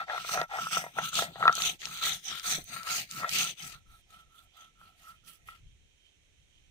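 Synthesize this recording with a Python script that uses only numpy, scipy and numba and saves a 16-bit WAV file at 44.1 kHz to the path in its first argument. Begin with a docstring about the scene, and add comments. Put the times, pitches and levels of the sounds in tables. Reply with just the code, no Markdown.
"""A stone roller is pushed and pulled over a stone slab outdoors, crushing dry seeds.
For 3.8 s it is close: grit cracks in dense clicks, the rough faces make the stones ring and groan,
the roller knocks, seeds burst as short noise, and four dull bumps are rumbles of filtered noise.
Then it works on some metres away until about 5.6 s, with a faint far chirp of narrow noise near 4 s.
From start to end lie a noise hush, gusty low wind and throbbing insects, heard alone at the end."""
import sys
import numpy as np
from scipy import signal
from scipy.fft import rfft, irfft
from scipy.io import wavfile
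from scipy.ndimage import uniform_filter1d
from numba import njit

SR = 44100
rng = np.random.default_rng(int(sys.argv[2]) if len(sys.argv) > 2 else 0)


def bounce(signal):
    """Save signal as a 16-bit WAV file at the path given by the first command-line argument."""
    frames = np.transpose(np.atleast_2d(signal))
    limited = np.clip(frames, -1, 1)
    pcm = np.round(limited * 32767).astype(np.int16)
    wavfile.write(sys.argv[1], SR, pcm)


N = 295594

# Pushes and pulls. Each layer swells to a crest (a place from 0 to 1 along the stroke) and fades,
# more narrowly when "peaked" is high. Each row: start in seconds, length in seconds, grit crest, peaked,
# coarse grit in dB, middle grit relative to coarse in dB, fine grit relative to coarse in dB,
# ring crest, peaked, roller ring in dB, groan crest, peaked, slab groan in dB, edge ring in dB,
# thud crest, peaked, ground thud in dB, groan pitch at mid stroke in Hz, basic lean to the left in dB.
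STROKES = [(-0.12, 0.18, 0.4, 1.6, -51, -11, -13, 0.45, 3.8, -28, 0.53, 4.2, -40, -38, 0.64, 0.7, -63, 754.0, 1),
           (0.054, 0.3, 1, 0.91, -42, -7, -11, 0.29, 9.8, -36, 0.22, 15.6, -36.5, -41.5, 0.5, 22, -61.5, 732, 2.5),
           (0.203, 0.27, 0.57, 7.1, -45, 0.5, -2.5, 0.63, 6.2, -33, 0.69, 8.1, -37.5, -38.5, 0.66, 4.5, -52.5, 713, 0.5),
           (0.475, 0.26, 0.67, 2.3, -43, -6.0, -9.5, 0.47, 3.5, -37.5, 0.28, 11.5, -39, -40.5, 0.6, 13, -53.5, 755, 1.5),
           (0.704, 0.24, 0.18, 8.6, -33.5, -1, -4.5, 0.07, 3.4, -36, 0.3, 2.7, -48, -44.5, 0.25, 3.4, -51.5, 726.0, 3),
           (0.914, 0.2, 0.7, 2.8, -42.5, -7, -10.5, 0.59, 4.3, -38.5, 0.41, 25, -40, -45.5, 0.46, 3.5, -50, 794.0, 2.5),
           (1.104, 0.27, 0.27, 9.8, -33, -3.5, -7, 0.25, 5.9, -39, 0.4, 8.3, -43.5, -43, 0.39, 4.5, -47.5, 703, 3.5),
           (1.285, 0.26, 0.69, 2.9, -48, -11.5, -12.5, 0.8, 5.1, -32.0, 0.7, 5.5, -40, -51, 0.69, 5.5, -47.5, 756, 3.5),
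           (1.5, 0.28, 0.49, 5.5, -34.5, -4.5, -6.5, 0.41, 7.2, -39, 0.53, 4.3, -52.5, -50, 0.49, 2.8, -56, 745.0, 2.5),
           (1.788, 0.292, 0.38, 2.1, -44, -6.5, -7.5, 0.48, 4.8, -47, 0.33, 1.9, -66, -59, 0.37, 12, -55.5, 811.5, 2.5),
           (2.006, 0.28, 0.22, 8.5, -29.5, -3.5, -6.5, 0.12, 6.6, -38.5, 0.27, 6.9, -54.5, -49, 0.17, 3.5, -54, 754.0, 4.5),
           (2.228, 0.299, 0.31, 4.7, -42, -5, -8.5, 0.39, 11.7, -42.5, 0.24, 8.3, -62, -57, 0.28, 15, -57, 745.7, 4.5),
           (2.426, 0.25, 0.24, 5.5, -31, -1.5, -5, 0.2, 5.0, -40, 0.36, 5, -52, -45.5, 0.38, 7.1, -48, 720.0, 4.0),
           (2.643, 0.25, 0.38, 6.2, -44.5, -5.5, -5, 0.56, 5.6, -45.5, 0.45, 4.8, -61.5, -53, 0.38, 8, -54, 685.4, 8),
           (2.815, 0.28, 0.44, 6.7, -34.0, -3.0, -6.5, 0.34, 10.2, -38, 0.44, 4, -53.5, -46, 0.56, 6.5, -52.5, 729, 4.5),
           (3.057, 0.25, 0.45, 6.4, -43.0, -2.5, -5, 0.72, 3.1, -41.5, 0.79, 7.2, -48, -40, 0.55, 7.9, -47.5, 687, 4),
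           (3.27, 0.28, 0.44, 3.53, -31, -5, -8, 0.5, 6.4, -40.5, 0.56, 4.3, -55, -55, 0.45, 2.1, -52.5, 741.5, 2),
           (3.555, 0.25, 0.38, 6.9, -45.0, -2.5, -4.5, 0.37, 3.7, -55.0, 0.38, 6.8, -65, -56, 0.37, 15, -54.0, 754.0, 4.5),
           (3.72, 0.117, 0.071, 2.6, -60.5, -7.5, -0.5, 0.24, 4.6, -54.5, 0.06, 0.76, -78.0, -74.5, 0.23, 5.4, -65.0, 734, -4),
           (3.847, 0.181, 0.58, 2.8, -65.5, -10, 1.0, 0.34, 2.7, -64.5, 0.61, 2.7, -77.5, -82, 0.21, 0.66, -76.0, 736.7, -2),
           (4.053, 0.31, 0.31, 10.8, -63.5, -5, -1.5, 0.35, 10, -58, 0.26, 4.7, -74, -72, 0.37, 4, -73.5, 721, -2.0),
           (4.256, 0.223, 0.64, 4.4, -69.0, -3.5, 2.5, 0.53, 4.0, -62.5, 1, 0.83, -80.5, -87, 0.61, 4.2, -78.5, 743, -5),
           (4.494, 0.277, 0.39, 10, -59.5, -8, -7.5, 0.39, 8.8, -55.5, 0.37, 7.9, -71, -69.5, 0.65, 10.4, -77.0, 725, -3.5),
           (4.741, 0.257, 0.42, 5.5, -65, -19, -4, 0.35, 4, -60.5, 0.48, 5, -74.5, -82.5, 0.33, 4.2, -71, 737, -2),
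           (4.939, 0.29, 0.4, 5.7, -61, -4.5, -1.5, 0.51, 12.3, -51.5, 0.4, 3.2, -73.5, -69.5, 0.49, 2.8, -74.5, 701, -3),
           (5.212, 0.27, 0.34, 12.8, -58.5, -7, 1, 0.27, 5.6, -65.0, 0.88, 0.76, -84, -80, 0.2, 11.3, -73, 731.0, -7),
           (5.45, 0.167, 0.42, 3.3, -58, -7.5, -5, 0.43, 6.0, -55, 0.29, 4.6, -75, -57.5, 0.49, 3.0, -73.5, 755.0, 0)]
# Stone meets stone. Each row: time in seconds, relative strength in dB,
# relative slab share in dB, relative hardness (share of the edge) in dB.
KNOCKS = [(0.083, -50, -27, 10), (0.0982, -43, -30, 13.5), (0.1777, -30, -15, -9), (0.2466, -33, -14, -14),
          (0.292, -26, -21, -17), (0.3444, -32, -7, -2), (0.3738, -25, -10.5, -5), (0.414, -29.5, -1, -1.5),
          (0.512, -54, -6, 12), (0.5496, -53.5, 5, -9), (0.5863, -24.5, -18, -20), (0.6685, -25, -39, -25),
          (0.7698, -20.5, -15, -33), (0.84, -45, 5, 4), (0.8638, -40.5, -2, -14), (0.9675, -42, -4.5, -20),
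          (0.9862, -16, -17.5, -16.5), (1.0496, -45, -35, -24), (1.1296, -36.5, -22, -13),
          (1.1896, -21, -19, -9), (1.2217, -31, -1.5, -2), (1.3568, -40.5, -4.5, -8),
          (1.4054, -31, -12, -14), (1.4263, -20, -36.5, -6.5), (1.4379, -19, -18.5, -19),
          (1.454, -12, -17, -21), (1.4672, -17.5, -23, -25.5), (1.4786, -7, -31.5, -9),
          (1.4941, -11.5, -23.5, -22.5), (1.5782, -31, -14, -25), (1.6026, -35, -19, -7),
          (1.8293, -49.5, -14, 9), (1.8706, -33, -33, -30), (2.0294, -32, -30, -24),
          (2.0683, -31, -20, -15), (2.314, -40, -18, -20), (2.7636, -36, -20, -11),
          (2.8714, -30, -20.5, -7), (3.2022, -34, -23, -20), (3.2322, -25.5, -22, -16),
          (3.2444, -22.5, -18, -9), (4.814, -46.5, -27, -25), (5.4865, -38.5, -28, -3.5)]
# Single seeds burst. Each row: time in seconds, relative strength in dB, pitch in Hz, left minus right in dB.
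SEEDS = [(0.213, -35, 4020, 3), (0.2883, -22, 4200, -4), (0.415, -13.5, 3300, 1), (0.633, -22, 3730, -4),
         (0.7243, -24, 3150, 2), (1.125, -31, 3180, 0.0), (1.1425, -18, 6370, 12), (1.154, -12, 6020, -9),
         (1.4775, -29, 3230, -1.5), (1.527, -20.5, 4360, -14.5), (1.5529, -11.5, 6400, -2),
         (1.5905, -30, 3550, -7), (1.6204, -4.5, 3650, 3), (1.8182, -24.5, 2560, 13),
         (1.855, -12, 3760, 7.5), (1.9731, -18, 3700, 7), (2.0103, -38, 3760, -0.5),
         (2.0247, -19, 3940, -4), (2.397, -18.5, 3680, 5), (2.4493, -40, 3600, 4), (2.4504, -38.5, 3000, 8),
         (2.6417, -26, 12300, -3), (2.832, -22, 4800, -1), (2.8888, -23, 4040, -17), (3.0984, -40, 3890, 1),
         (3.1118, -17, 5870, -1), (3.2923, -10.5, 4470, -6), (3.3144, -22, 3350, 19), (3.334, -16, 3530, 7),
         (5.2784, -37.5, 4080, -3)]

# Ringing tones (modes) of each body. Each row: pitch in Hz, relative level in dB,
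# time to fall by 60 dB in seconds.
ROLLER_MODES = [(1273, -22, 0.027), (1330, 1, 0.081), (1357.5, -2.5, 0.044), (1480, -23, 0.041)]
SLAB_MODES = [(507, -13, .025), (700, 1, 0.064), (770, -2.5, 0.036), (943, -2.5, 0.15)]
EDGE_MODES = [(1689, -3, 0.062), (1903, -1.5, 0.066), (2080, -1.5, 0.024), (2450, -6.5, 0.017),
              (3190, -8.5, 0.007), (3523, -11.5, 0.02)]
GROUND_MODES = [(137, 3.5, 0.028), (163.3, 8.2, 0.05)]

# Colour of coarse, middle and fine grit. Each row: frequency in Hz, relative level in dB.
COARSE_COLOUR = [(250, -22.5), (500, -18.5), (1000, -20), (1600, -12), (2200, -5.5), (2900, -2), (3400, 1),
                 (4000, 0), (4600, -6), (5200, -17.5), (8000, -49)]
MIDDLE_COLOUR = [(3000, -34.5), (4700, -16), (5300, -11), (6200, -0.5), (6900, -11.5), (7500, -14.5),
                 (8300, -21.5), (11000, -47.5)]
FINE_COLOUR = [(5000, -45), (7300, -15.5), (8100, -1.5), (8800, -3), (10500, -6.5), (12300, -7),
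               (13400, -6.5), (14900, -0.5), (16000, -13.5)]
# How the two ports (left and right ears) differ for grit.
# Each row: frequency in Hz, left minus right in dB before it is narrowed.
PORT_COLOUR = [(700, 1.5), (2400, 3), (4400, -1), (6200, -12.5), (8100, 1), (15000, -14)]
# Colour of the grit and of the rubbing stones when far. Each row: frequency in Hz, gain in dB.
FAR_GRIT_COLOUR = [(500, 4), (1600, 6), (2200, -5.5), (3300, 3.5), (4500, -4.5), (6000, -1.5), (8000, -4),
                   (11000, 2), (15000, -6)]
FAR_STONE_COLOUR = [(100, .5), (800, 0), (1150, -3.5), (1290, 3), (1340, .5), (1450, -6.5), (1650, -10),
                    (1950, 3.5), (3500, -0.5)]

# The slab bumps the ground at the end of a pull. Each row: start in seconds, level at the crest in dB.
BUMPS = [(1.295, -52.5), (1.725, -56.5), (2.575, -43.5), (3.5, -59.5)]
# Colour of the bumps. Each row: frequency in Hz, relative level in dB.
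BUMP_COLOUR = [(60, -13), (130, -1.5), (300, -4.5), (600, -10.5), (1000, -16), (2000, -46)]
# Colour of the garden hush. Each row: frequency in Hz, relative level in dB.
HUSH_COLOUR = [(120, -29), (200, -9), (300, -5.5), (500, -9.5), (1140, -20), (2280, -8), (3090, -11),
               (3700, -10), (4900, -22.5), (6000, -10.5), (7790, -18.5), (9140, -21), (14000, -34.5)]
# Sides of the hush. Each row: frequency in Hz, left minus right in dB.
HUSH_PAN = [(60, 1.5), (110, 10), (200, -6.5), (380, 1), (700, 0.5), (1290, 4), (2380, -9), (4400, -6),
            (8120, -6), (15000, -3.5)]
# Wind strength, before quick flutter. Each row: time in seconds, level of the shared part in dB.
WIND = [(0.0, -73), (0.39, -64), (0.49, -69), (0.9, -72), (1.03, -65.5), (1.98, -68.5), (2.14, -61),
        (2.18, -71), (2.65, -60), (2.69, -68.5), (3.53, -68), (3.56, -75), (3.71, -60), (4.12, -70.5),
        (5.37, -70), (5.65, -59.5), (6.05, -73), (6.7, -66)]
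# Colour of the wind. Each row: frequency in Hz, relative level in dB.
WIND_COLOUR = [(12, -24.5), (20, 2.5), (48, 0), (81, -2), (166, -12), (200, -21), (300, -34), (390, -69.5),
               (660, -120)]
# Far insects. Each row: pitch in Hz, width in Hz, middle level in dB, level steps per second,
# left minus right in dB.
INSECTS = [(2453, 160, -85, 20, -8.5), (3132, 150, -79, 25, -13.5), (7980, 140, -95, 2, -4.5)]

# change from start to end of a stroke
GROAN_SAG_HZ, FINE_RISE_DB, MIDDLE_RISE_DB, PAN_DRIFT_DB = 88.4, 5.5, -2.5, 1
# loose grit rustles on through each turn: level below the stroke's grit, spread in stroke lengths
TRICKLE_DB, TRICKLE_SPREAD = -30, 0.51
FAR_FROM_S = 3.79  # from here on the grinding is some metres away
GRIP_T60_S, KNOCK_LOW_HZ = 0.17, 380  # the hands damp each blow; small stones radiate little bass
BUMP_RISE_S = 0.01
HUSH_DB = -72.0
TOP_HZ = 15500


def strokes(t):
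    """Turn the pushes and pulls into layer levels over time; strokes that overlap at a turn add up."""
    steps = t[::256]  # coarse time steps, joined up by straight lines
    (start, length, grit_at, grit_peaked, grit_db, middle_db, fine_db,
     ring_at, ring_peaked, ring_db, groan_at, groan_peaked, groan_db, edge_db,
     thud_at, thud_peaked, thud_db, groan_hz, pan_db) = np.transpose(STROKES)[:, :, None]
    along = (steps - start) / length
    # each stroke counts most at its middle
    weight = np.exp(-np.minimum((along - .5) ** 2 * 20, 600))

    def level(db, at, peaked, rest=0):
        """Sum the swells of all strokes, in dB."""
        gain = np.sum(undb(db) * (swell(along, at, peaked) + rest), axis=0)
        return np.interp(t, steps, 20 * np.log10(gain + 1e-6))

    def held(value, change):
        """Blend a setting between neighbouring strokes while it drifts along each one."""
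        drifting = value + change * np.clip(along - .5, -.5, .5)
        return np.interp(t, steps, np.sum(weight * drifting, axis=0) / np.sum(weight, axis=0))

    trickle = undb(TRICKLE_DB) * np.exp(-((along - .5) / TRICKLE_SPREAD) ** 4)
    crushing = (level(grit_db, grit_at, grit_peaked, trickle),
                held(middle_db, MIDDLE_RISE_DB),
                held(fine_db, FINE_RISE_DB))
    stones = (level(ring_db, ring_at, ring_peaked),
              level(edge_db, groan_at, groan_peaked),
              level(groan_db, groan_at, groan_peaked),
              held(groan_hz, -GROAN_SAG_HZ),
              level(thud_db, thud_at, thud_peaked))
    return crushing, stones, held(pan_db, PAN_DRIFT_DB)


def swell(along, crest, peaked):
    """Gain 0 at both ends of a stroke and 1 at its crest."""
    along, crest = np.clip(along, 0, 1), np.clip(crest, .05, .95)
    rise = (along / crest) ** crest
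    fall = ((1 - along) / (1 - crest)) ** (1 - crest)
    return (rise * fall) ** peaked


def grit(coarse_db, middle_db, fine_db, pan_db):
    """Grains break all along the roller; each port hears them direct and off the slab."""
    surge = undb(2.0 * walk(40) + 1.9 * walk(250))
    shared = crackle(3000, 1.2)
    sizes = ((COARSE_COLOUR, 0), (MIDDLE_COLOUR, middle_db), (FINE_COLOUR, fine_db))
    out = []
    # side is how far the port leans: left is positive, right negative
    for side, lag_s in ((0.84, 0.001), (-0.61, 0.0059)):
        own = fragments(spread_db=4.5, cycles=170.0)
        direct = surge * (1.06 * late(shared, lag_s) + 0.46 * own)
        # the bounce path changes as the roller travels, so its notches glide
        bounce_s = 0.0003975 * (1 + 0.28 * walk(3.005))
        clicks = direct + 0.74 * late(direct, bounce_s)
        mix = 0
        for shape, share_db in sizes:
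            flicker_db = 3.4 * walk(30)
            mix = mix + undb(coarse_db + share_db + flicker_db) * unit(colour(clicks, shape))
        out.append(undb(side * pan_db / 2) * colour(mix, PORT_COLOUR, share=side / 2))
    return np.array(out)


def fragments(spread_db, cycles, count=16000):
    """Splinters of all pitches, many faint and few loud; even energy per Hz."""
    when, pitch, size = rng.random((3, count))
    hz = 1500 + 14500 * pitch
    gain = np.sqrt(hz) * undb(-spread_db * np.log(np.maximum(size, .01)))
    return unit(splinters((when * N).astype(np.int64), hz, gain, cycles))


@njit
def splinters(start, hz, size, cycles):
    """Each splinter rings at its own pitch and dies within some cycles."""
    y = np.zeros(N)
    for k in range(len(start)):
        # one turn of this spinning number per sample makes a fading sine
        pole = np.exp((2j * np.pi - np.log(1000) / cycles) * hz[k] / SR)
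        z = size[k] + 0j
        end = min(start[k] + int(.7 * cycles / hz[k] * SR), N)
        for i in range(start[k], end):
            y[i] += z.imag
            z *= pole
    return y


def rubbing(roller_db, edge_db, slab_db, slab_hz, thud_db, pan_db):
    """Bumps of the rough faces shake roller and ground; the slab groans at a pitch set by where it is pressed."""
    # each row: body, level in dB, bumps per second, lag of the right port in seconds, lean to the left in dB
    bodies = ((ROLLER_MODES, roller_db, 3500, .00016, .1),
              (EDGE_MODES, edge_db, 1200, .0003, .1),
              (GROUND_MODES, thud_db, 600, .0004, -1.5))
    out = 0
    for body, db, rate, lag_s, lean_db in bodies:
        roughness = crackle(rate, 1.5)
        shaken = ring(roughness * undb(db), body) / np.std(ring(roughness, body))
        out = out + ports(shaken, pan_db + lean_db, lag_s)
    # two moving filters in a row: a sharp peak inside a wide one
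    sharp = sweep(crackle(900, 1.8), slab_hz, 130.0)
    groan = unit(sweep(sharp, slab_hz, 450.0))
    return out + ports(groan * undb(slab_db), pan_db + 4.0, 0.0002)


def knocks(pan_db):
    """Each blow is a rough contact of a ms or two into the roller, slab and edge modes."""
    t = np.arange(4096) / SR
    grain = rng.standard_normal((len(KNOCKS), 4096))
    out = np.zeros(N)
    for (s, db, slab_db, hard_db), rough in zip(KNOCKS, grain):
        contact = (1 + 0.52 * uniform_filter1d(rough, size=6)) * t * np.exp(-t / 0.00044)
        blow = 0
        for body, share_db in ((ROLLER_MODES, 0), (SLAB_MODES, slab_db + 8.0), (EDGE_MODES, hard_db + 5.0)):
            tone = ring(contact, body)
            blow = blow + undb(share_db) * tone / np.abs(tone).max()
        i = int(s * SR)
        out[i:i + 4096] += undb(db + 2.9) * blow * undb(-60 * t / GRIP_T60_S)
    low_cut = signal.butter(3, KNOCK_LOW_HZ, "high", fs=SR, output="sos")
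    return ports(signal.sosfilt(low_cut, out), pan_db - 1.5, .00014)


def seeds():
    """Each burst is a few ms of noise around its pitch."""
    out, t = np.zeros((2, N)), np.arange(512) / SR
    chance = rng.standard_normal((len(SEEDS), 2, 512))  # separate noise at each port
    for (s, db, hz, pan_db), noise in zip(SEEDS, chance):
        band = signal.butter(2, [hz / 1.5, min(hz * 1.5, 18000)], "band", fs=SR, output="sos")
        burst = signal.sosfilt(band, noise * np.exp(-t / .0015))
        lean_db = np.array([[pan_db], [-pan_db]]) / 2
        i = int(s * SR)
        out[:, i:i + 512] += undb(db - 7.5 + lean_db) * burst / np.abs(burst).max()
    return out


def bumps(t):
    """The slab bumps the ground: dull, short rumbles of noise that rise fast and fade."""
    start, db = np.transpose(BUMPS)[:, :, None]
    since = np.maximum(t - start, 0) / BUMP_RISE_S
    gain = np.sum(undb(db) * since * np.exp(1 - since), axis=0)
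    rumble = unit(colour(rng.standard_normal(N), BUMP_COLOUR))
    return ports(gain * rumble, 1.6, .0003)


def wind(t):
    """Low gusts of noise, partly shared by both ports and partly opposed."""
    mid = unit(colour(rng.standard_normal(N), WIND_COLOUR, size=16384))
    side = unit(colour(rng.standard_normal(N), WIND_COLOUR, size=16384))
    gusts = undb(np.interp(t, *np.transpose(WIND)) + 3.0 * walk(21))
    return gusts * (mid + .6 * side * np.array([[1], [-1]]))


def insects():
    """Narrow, throbbing whirs from the bushes: noise through a narrow filter of wandering pitch."""
    out = 0
    for hz, width, db, rate, pan_db in INSECTS:
        pitch = hz * (1 + 0.0056 * walk(2.0))
        whir = unit(sweep(rng.standard_normal(N), pitch, 1. * width))
        out = out + ports(whir * undb(db + 5.3 * walk(rate)), pan_db, 0.00017)
    return out


def chirp(t):
    """A faint far chirp: one soft swell of narrow noise."""
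    centre_s, spread_s, hz, width_hz, level_db = 4, 0.25, 5500.0, 500.0, -82
    tone = unit(sweep(rng.standard_normal(N), np.full(N, hz), width_hz))
    gain = undb(level_db) * np.exp(-((t - centre_s) / spread_s) ** 2)
    return ports(tone * gain, -3.0, .0002)


def hush():
    """The garden's wide faint hush: separate noise at each port, slowly changing in level."""
    sides = []
    for side in (1, -1):
        noise = unit(colour(rng.standard_normal(N), HUSH_COLOUR))
        sides.append(colour(noise, HUSH_PAN, share=side / 2))
    return undb(HUSH_DB + 1.2 * walk(3.2)) * np.array(sides)


def undb(db):
    """Turn dB into gain."""
    return 10 ** (np.asarray(db) / 20)


def unit(x):
    """Scale to an average (rms) level of 1."""
    return x / np.sqrt(np.mean(x ** 2))


def colour(x, points, share=1, size=4096):
    """Filter by (Hz, dB) points without ringing ahead of time, using the folded cepstrum."""
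    hz, db = np.transpose(points)
    grid = np.maximum(np.fft.rfftfreq(size, 1 / SR), 1)
    log_gain = share * np.interp(np.log(grid), np.log(hz), db) * np.log(10) / 20
    cepstrum = irfft(log_gain)
    # fold the second half onto the first, so the filter only looks back
    cepstrum[1:size // 2] *= 2
    cepstrum[size // 2 + 1:] = 0
    response = irfft(np.exp(rfft(cepstrum)))[:size // 2]
    return signal.fftconvolve(x, response)[:N]


def ring(x, modes):
    """A shaken body rings at its decaying modes; it radiates little below the lowest."""
    out = 0
    for hz, db, t60 in modes:
        pole = np.exp(2j * np.pi * hz / SR - np.log(1000) / (t60 * SR))
        tone = signal.lfilter([0, pole.imag], [1, -2 * pole.real, abs(pole) ** 2], x)
        out = out + undb(db) * tone
    low_cut = signal.butter(3, 0.91 * modes[0][0], "high", fs=SR, output="sos")
    return signal.sosfilt(low_cut, out)


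@njit
def sweep(x, hz, width):
    """Band-pass filter whose centre can move every sample."""
    y, band, low = np.empty(len(x)), 0., 0.
    for i in range(len(x)):
        g, damping = np.tan(np.pi * hz[i] / SR), width / hz[i]
        v = (band + g * (x[i] - low)) / (1 + g * (g + damping))
        band, low, y[i] = 2 * v - band, low + 2 * g * v, damping * v
    return y


def late(x, s):
    """Delay by s seconds, which may change with time."""
    return np.interp(np.arange(N) - s * SR, np.arange(N), x)


def walk(rate):
    """Random levels, held for 1 / rate seconds and smoothed twice."""
    k = int(SR / rate)
    steps = np.repeat(rng.standard_normal(N // k + 1), k)
    return uniform_filter1d(uniform_filter1d(steps, k), k)[:N]


def crackle(rate, spread_db):
    """Clicks at random moments, about rate per second, many small and few large."""
    count = int(20000 * N / SR)
    when, keep, size, sign = rng.random((4, count))
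    kept = keep < rate * N / SR / count
    heights = undb(-spread_db * np.log(np.maximum(size, .01)))
    out = np.zeros(N)
    out[(when * N).astype(int)] = kept * heights * np.sign(sign - .5)
    return unit(out)


def ports(x, pan_db, lag_s):
    """One source at two ports, left and right; the right hears it later."""
    return np.array([x * undb(pan_db / 2), late(x, lag_s) * undb(-pan_db / 2)])


def further(t, near, shape):
    """Distance changes the colour of the sound from FAR_FROM_S on."""
    return np.where(t < FAR_FROM_S, near, [colour(port, shape) for port in near])


def scene():
    """Add up the grinding and the garden around it."""
    t = np.arange(N) / SR
    crushing, stones, pan_db = strokes(t)
    work = further(t, grit(*crushing, pan_db), FAR_GRIT_COLOUR)
    work = work + further(t, rubbing(*stones, pan_db), FAR_STONE_COLOUR)
    work = work + knocks(pan_db) + seeds() + bumps(t)
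    return work + wind(t) + insects() + chirp(t) + hush()


def record(dry):
    """The phone cuts the top steeply above TOP_HZ."""
    return signal.sosfilt(signal.ellip(8, .2, 60, TOP_HZ, fs=SR, output="sos"), dry)


dry = scene()
out = record(dry)
bounce(out)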